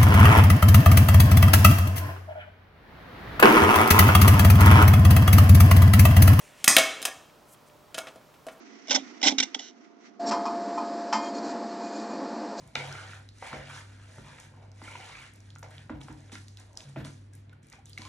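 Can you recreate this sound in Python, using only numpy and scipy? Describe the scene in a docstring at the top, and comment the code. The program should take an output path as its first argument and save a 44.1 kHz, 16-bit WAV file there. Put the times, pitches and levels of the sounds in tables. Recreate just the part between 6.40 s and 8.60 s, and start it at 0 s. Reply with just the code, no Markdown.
"""Hand-lever punch through sheet steel

In a garage, the punch seats with a click, the steel shears with a bright crack, and the levers slam
on their stop. The punch pulls free and slides off the sheet; the loose tool clacks a few times.
Each blow rings the jaws and handles and echoes in the room, over quiet air and a distant motor."""
import sys
import numpy as np
from scipy import signal
from scipy.io import wavfile
from scipy.ndimage import uniform_filter1d

SR = 44100
rng = np.random.default_rng(int(sys.argv[2]) if len(sys.argv) > 2 else 0)


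def int16_out(signal):
    """Quantize to a 16-bit WAV file."""
    q = np.round(np.clip(np.atleast_2d(signal).T, -1, 1) * 32767)
    wavfile.write(sys.argv[1], SR, q.astype(np.int16))


N = 97020
TIME_S = np.arange(N) / SR
EDGES_HZ = np.geomspace(22, 17500, 25)
CENTRES_HZ = np.sqrt(EDGES_HZ[1:] * EDGES_HZ[:-1])
BANK = [signal.butter(2, pair, "band", fs=SR, output="sos") for pair in zip(EDGES_HZ, EDGES_HZ[1:])]


def from_db(db):
    """Decibels to gain."""
    return 10 ** (np.asarray(db) / 20)


def unit_rms(x):
    """Scale to rms 1."""
    return x / np.sqrt(np.mean(x ** 2) + 1e-20)


def at_hz(points, hz):
    """Interpolate a table on a log-frequency axis."""
    freq_hz, value = np.transpose(points)
    return np.interp(np.log(hz), np.log(freq_hz), value)


def decay(t, t60_s):
    """Exponential fall, 60 dB in t60_s."""
    return np.exp(-np.log(1000) * t / np.maximum(t60_s, 1e-3))


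def add(out, start_s, x):
    """Mix x in at start_s."""
    i = int(start_s * SR)
    out[i:i + len(x)] += x[:N - i]


def bandpass(x, edges_hz):
    """Second-order band-pass."""
    sos = signal.butter(2, np.clip(edges_hz, 15, .45 * SR), "band", fs=SR, output="sos")
    return signal.sosfilt(sos, x)


def noise_bands(size):
    """One row of noise per band, equal power per Hz."""
    run_in = SR // 10
    white = rng.standard_normal((2, size + run_in)) * np.sqrt(SR / 2000)
    return np.array([signal.sosfilt(sos, white[k % 2])[run_in:] for k, sos in enumerate(BANK)])


# Air spectrum: freq_hz, relative_density_db
AIR_SPECTRUM = [(25, -14), (50, -5.5), (100, -4.5), (150, -2.5), (300, -5), (420, -3.5), (620, -4),
                (800, -7), (1020, -3.5), (1400, -10), (1700, -14), (4000, -18.5), (6500, -22),
                (9300, -25.5), (15500, -25.5)]
# Air stereo width: freq_hz, side_gain_db
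AIR_WIDTH = [(30, -5.5), (150, -7.5), (800, -6), (4000, -8.5), (14000, -17.5)]
# Motor partials: pitch_hz, level_db
MOTOR_HUM = [(150.7, -71.5), (301.5, -73.5), (598.5, -67)]

def air_and_motor(air_db=-57.5):
    """Steady air noise and a distant motor's hum; returns mid, side."""
    gain = from_db(at_hz(AIR_SPECTRUM, CENTRES_HZ))
    mid = gain @ noise_bands(N)
    side = (gain * from_db(at_hz(AIR_WIDTH, CENTRES_HZ))) @ noise_bands(N)
    scale = from_db(air_db) / np.std(mid)
    hum = sum(np.sqrt(2) * from_db(db) * np.sin(2 * np.pi * (hz * TIME_S + rng.random()))
              for hz, db in MOTOR_HUM)
    return scale * mid + hum, scale * side


# Reverb decay: freq_hz, t60_s
ROOM_DECAY = [(150, 0.34), (400, 0.71), (1000, 0.57), (2800, 0.59), (7000, 0.49), (14000, .33)]
# Reverb colour: freq_hz, gain_db
ROOM_SPECTRUM = [(100, -5), (300, -6), (1000, -1.5), (2500, -8.5), (7000, -6.5), (11000, -10), (15000, -12)]
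# Panel and floor reflections: delay_s, gain_db
REFLECTIONS = [(.0057, -26), (.0095, -16), (.0169, -14.5), (.0225, -22), (.0315, -19)]

def garage(direct, send, build_s=.01, echo_highpass_hz=2500):
    """Diffuse tail plus hard echoes, treble only off small panels; returns mid, side."""
    t = TIME_S[:SR]
    onset = 1 - np.exp(-(t / build_s) ** 2)
    envelope = decay(t, at_hz(ROOM_DECAY, CENTRES_HZ)[:, None]) * onset
    colour = from_db(at_hz(ROOM_SPECTRUM, CENTRES_HZ))
    tails = []
    for _ in range(2):
        bands = noise_bands(SR) * envelope
        response = colour @ bands / np.sqrt(np.sum(bands ** 2))
        tails.append(signal.fftconvolve(send, response)[:N])
    mid, side = tails
    treble = signal.sosfilt(signal.butter(1, echo_highpass_hz, "high", fs=SR, output="sos"), direct)
    for delay_s, gain_db in REFLECTIONS:
        add(mid, delay_s, from_db(gain_db) * treble)
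    return mid, side


# Metal sliding on metal: peak_s, half_length_s, level_db, centre_hz
RUBS = [(0.032, 0.099, -60, 7350), (0.06, 0.21, -59.5, 2220), (0.211, 0.037, -56.5, 2600),
        (0.211, 0.06, -59.5, 6940), (0.9, .005, -61, 2600), (1.10, 0.026, -62, 8820),
        (1.132, .016, -53.5, 9170), (1.147, 0.0026, -55, 2640), (1.277, 0.014, -65, 7400),
        (1.299, 0.0042, -58.5, 2200), (2.127, 0.013, -62, 8280)]

def friction(edge_ratio=1.4, grain_db=1.5):
    """Faint grainy swells as the tool shifts on the sheet."""
    out = np.zeros(N)
    for peak_s, half_length_s, level_db, centre_hz in RUBS:
        roughness = unit_rms(uniform_filter1d(rng.standard_normal(N), size=80))
        grains = from_db(grain_db * roughness) * rng.standard_normal(N)
        rub = bandpass(grains, [centre_hz / edge_ratio, centre_hz * edge_ratio])
        swell = np.exp(-((TIME_S - peak_s) / half_length_s) ** 2)
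        out += from_db(level_db) * unit_rms(rub) * swell
    return out


# Handle bending modes: pitch_hz, gain_db, t60_s
HANDLE_MODES = [(529, -3.5, .08), (646.1, -3, .29), (658.6, -8, 0.18), (703, -6, 0.083)]

def handle_ring(attack_s=.012):
    """The long handles hum briefly when jarred."""
    pitch_hz, gain_db, t60_s = np.transpose(HANDLE_MODES)[:, :, None]
    t = TIME_S[:SR // 2]
    partials = from_db(gain_db) * decay(t, t60_s) * np.sin(2 * np.pi * pitch_hz * t)
    return partials.sum(axis=0) * (1 - decay(t, attack_s))


# Tool body peaks and dips: centre_hz, width_hz, gain_db
BODY_RESONANCES = [(405, 140, -4), (842.6, 150, -10), (1469, 93, -1), (1685, 33, 2.5), (2570, 170, 6.5),
                   (3100, 480, 5.5), (3960, 550, 4), (4174, 1600, -3.5), (6793, 130, -1.5),
                   (8968, 600, 3.5), (11427, 520, 5.5), (12400, 1800, -3)]

def steel_body(x, passband_hz=(200, 11000)):
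    """The tool's broad resonances, one peaking filter each."""
    for centre_hz, width_hz, gain_db in BODY_RESONANCES:
        g = from_db(gain_db / 2)
        alpha = np.tan(np.pi * width_hz / SR)
        c = -2 * np.cos(2 * np.pi * centre_hz / SR)
        x = signal.lfilter([1 + alpha * g, c, 1 - alpha * g], [1 + alpha / g, c, 1 - alpha / g], x)
    return bandpass(x, passband_hz)


def ring_clusters(modes, drives_db, count, attack_s=.0037):
    """Struck steel: clusters of close, decaying sines that beat."""
    t = TIME_S[:SR // 2]
    out = np.zeros(len(t))
    for (pitch_hz, gain_db, t60_s, spread_hz), drive_db in zip(modes, drives_db):
        offsets_hz = spread_hz * (2 * (np.arange(count) + rng.random(count)) / count - 1)
        phase = 2 * np.pi * ((pitch_hz + offsets_hz)[:, None] * t + rng.random((count, 1)))
        envelope = decay(t, t60_s)
        cluster = unit_rms(np.sin(phase).sum(axis=0) * envelope)
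        out += from_db(gain_db + drive_db) * cluster * np.sqrt(np.mean(envelope ** 2) / 2)
    return out * (1 - decay(t, attack_s))


# Bounds of the five zones of a blow's spectrum: edge_hz
ZONE_EDGES_HZ = [100, 350, 1000, 4000, 10000, 16000]
# Jaw modes, levers loose: pitch_hz, gain_db, t60_s, spread_hz
JAW_MODES = [(270, -7, 0.21, 13), (770, -8, 0.096, 24), (1170, -16, 0.14, 12), (1412.4, -14.5, 0.15, 15),
             (1670, -16, .18, 10), (1829, -20.5, 0.26, 10), (2216, -20, .26, 60), (2588, -11, 0.075, 55),
             (3096, -14, .07, 95), (3550, -16, 0.087, 12), (3954, -11, .06, 25), (5074, -8.5, 0.042, 26),
             (6423, -20, 0.18, 120), (7280, -14, 0.021, 88), (10370, -13.5, .06, 170)]

def steel_blow(zones_db, t60_s, jaw_db, scatter_db=3, bass_corner_hz=396):
    """Steel on steel: a clatter of dense, short modes, then the jaws' longer ring."""
    edges_hz = np.array(ZONE_EDGES_HZ)
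    zones_hz = np.sqrt(edges_hz[1:] * edges_hz[:-1])
    per_khz_db = np.array(zones_db) - 10 * np.log10(np.diff(edges_hz) / 1000)
    gain = from_db(at_hz(np.c_[zones_hz, per_khz_db], CENTRES_HZ))
    band_t60_s = t60_s * (1 + 1 / (1 + (CENTRES_HZ / bass_corner_hz) ** 2))   # bass rings longer
    size = SR // 6
    envelope = decay(TIME_S[:size], band_t60_s[:, None])
    bursts = noise_bands(size) * envelope
    band_energy = np.diff(EDGES_HZ) / 1000 * np.sum(envelope ** 2, axis=1)
    clatter = (gain * np.sqrt(band_energy / np.sum(bursts ** 2, axis=1))) @ bursts
    drives_db = at_hz(np.c_[zones_hz, zones_db], np.array(JAW_MODES)[:, 0]) + jaw_db
    drives_db -= scatter_db * rng.standard_normal(len(JAW_MODES))
    out = ring_clusters(JAW_MODES, drives_db, count=6)
    out[:size] += steel_body(clatter)
    return out


# Modes of the strained sheet and jaws: pitch_hz, level_db, t60_s, spread_hz
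SHEET_MODES = [(285, -41, 0.23, 8.3), (797, -26.5, 0.19, 5), (1151, -28, .2, 120), (1454, -25.5, .09, 80),
               (1877, -21, 0.29, 180), (2850, -25.5, 0.062, 450), (5050, -19, .2, 440),
               (5910, -25, 0.38, 400), (7050, -18.5, .22, 340), (8340, -15, .2, 330),
               (9200, -25, 0.25, 300), (10700, -25, 0.17, 450)]

def shear(jolt_s=.2775, jolt_db=-26, jolt_t60_s=.029, jolt_band_hz=(140, 350), ring_s=.279):
    """Sudden release of strain: a low jolt, then the bright ring of sheet and jaws."""
    out = np.zeros(N)
    envelope = decay(TIME_S[:SR // 2], jolt_t60_s)
    jolt = bandpass(rng.standard_normal(len(envelope)) * envelope, jolt_band_hz)
    add(out, jolt_s, from_db(jolt_db) * unit_rms(jolt) * np.sqrt(np.mean(envelope ** 2)))
    add(out, ring_s, ring_clusters(SHEET_MODES, np.zeros(len(SHEET_MODES)), count=22))
    return out


# Steel contacts (seat 0.24 s, shear 0.28 s, lever stop 0.37 s, pull free 0.65 s, then loose clacks):
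# start_s, bass_db, low_mid_db, mid_db, treble_db, top_db, clatter_t60_s, jaw_db, handle_db, send_db
BLOWS = [ (.2424, -41, -33.5, -23, -16, -14.5, 0.024, -2, -63, -8.5),
         (.2771, -33, -41.5, -5, -36, -53, 0.022, -4, -63, -5),
         (.2790, -39, -18, -15, 0, -3, 0.013, -7, -57, 2),
         (.3659, -23.5, -27, -3, -12, -4, 0.024, -1, -19, -3),
         (.3826, -41.5, -21, -17, -15, -23.5, 0.091, -6, -18.5, -2),
         (0.617, -46, -52, -44, -34.5, -37, 0.035, -8, -72, -10.5),
         (0.6269, -48.5, -42.5, -37, -27.5, -29, 0.018, 2.5, -73, -6),
         (0.6521, -54, -28.5, -25.5, -20, -21.5, 0.051, -1, -53, -6),
         (.6790, -48.5, -33.5, -35, -45, -46.5, 0.055, 5, -42, -18),
         (1.5444, -48, -45, -33.5, -32, -42, .040, 2.5, -40.5, -12),
         (1.5751, -57, -46, -40, -45, -43, 0.049, -2.5, -60.5, -7.5),
         (1.581, -76, -24, -28, -36, -32, 0.024, -6, -33, -1.5),
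         (1.586, -75, -37.5, -32, -27.5, -35, 0.026, -1, -66, -13),
         (1.6699, -57, -42, -38, -48, -60, 0.063, -6, -41, -16),
         (1.6830, -65, -49, -45, -52, -60, 0.065, -4, -61, -24),
         (1.7580, -53.5, -45, -58.5, -56, -63, 0.046, 0, -47.5, -10.5),
         (1.941, -65, -61, -58, -61.5, -66, 0.057, -0.5, -86, -6.5),
         (2.0665, -52, -34.5, -50.5, -47.5, -49, 0.043, 0.5, -33, -2),
         (2.085, -60, -40.5, -40, -52.5, -64.5, 0.069, -5, -70, -4)]

def punch(shear_send_db=-6, handle_send_db=-10.5):
    """The shear and every blow, each jarring the handles; returns direct sound, room send."""
    direct = shear()
    send = from_db(shear_send_db) * direct
    handle_tone = handle_ring()
    for start_s, *zones_db, clatter_t60_s, jaw_db, handle_db, send_db in BLOWS:
        blow = steel_blow(zones_db, clatter_t60_s, jaw_db)
        handles = from_db(handle_db) * handle_tone
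        add(direct, start_s, blow + handles)
        add(send, start_s, from_db(send_db) * blow + from_db(handle_send_db) * handles)
    return direct, send


def scene(room_side_db=-22, air_pan_db=-1, treble_side_db=-19, treble_hz=(4800, 12000)):
    """Tool close and central; its treble scatters differently to left and right."""
    direct, send = punch()
    room, room_side = garage(direct, send)
    air, air_side = air_and_motor()
    mid = direct + friction() + room
    scatter = rng.standard_normal(SR // 50) * decay(TIME_S[:SR // 50], t60_s=.02)
    treble_side = signal.fftconvolve(bandpass(mid, treble_hz), scatter / np.linalg.norm(scatter))[:N]
    side = from_db(room_side_db) * room_side + air_side + from_db(treble_side_db) * treble_side
    left_right = np.array([[1], [-1]])
    return mid + air * from_db(left_right * air_pan_db / 2) + side * left_right


def record(dry, cutoff_hz=15900):
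    """Clip at full scale, then a steep low-pass."""
    lowpass = signal.ellip(10, .2, 70, cutoff_hz, fs=SR, output="sos")
    return signal.sosfilt(lowpass, np.clip(dry, -1, 1))


dry = scene()
out = record(dry)
int16_out(out)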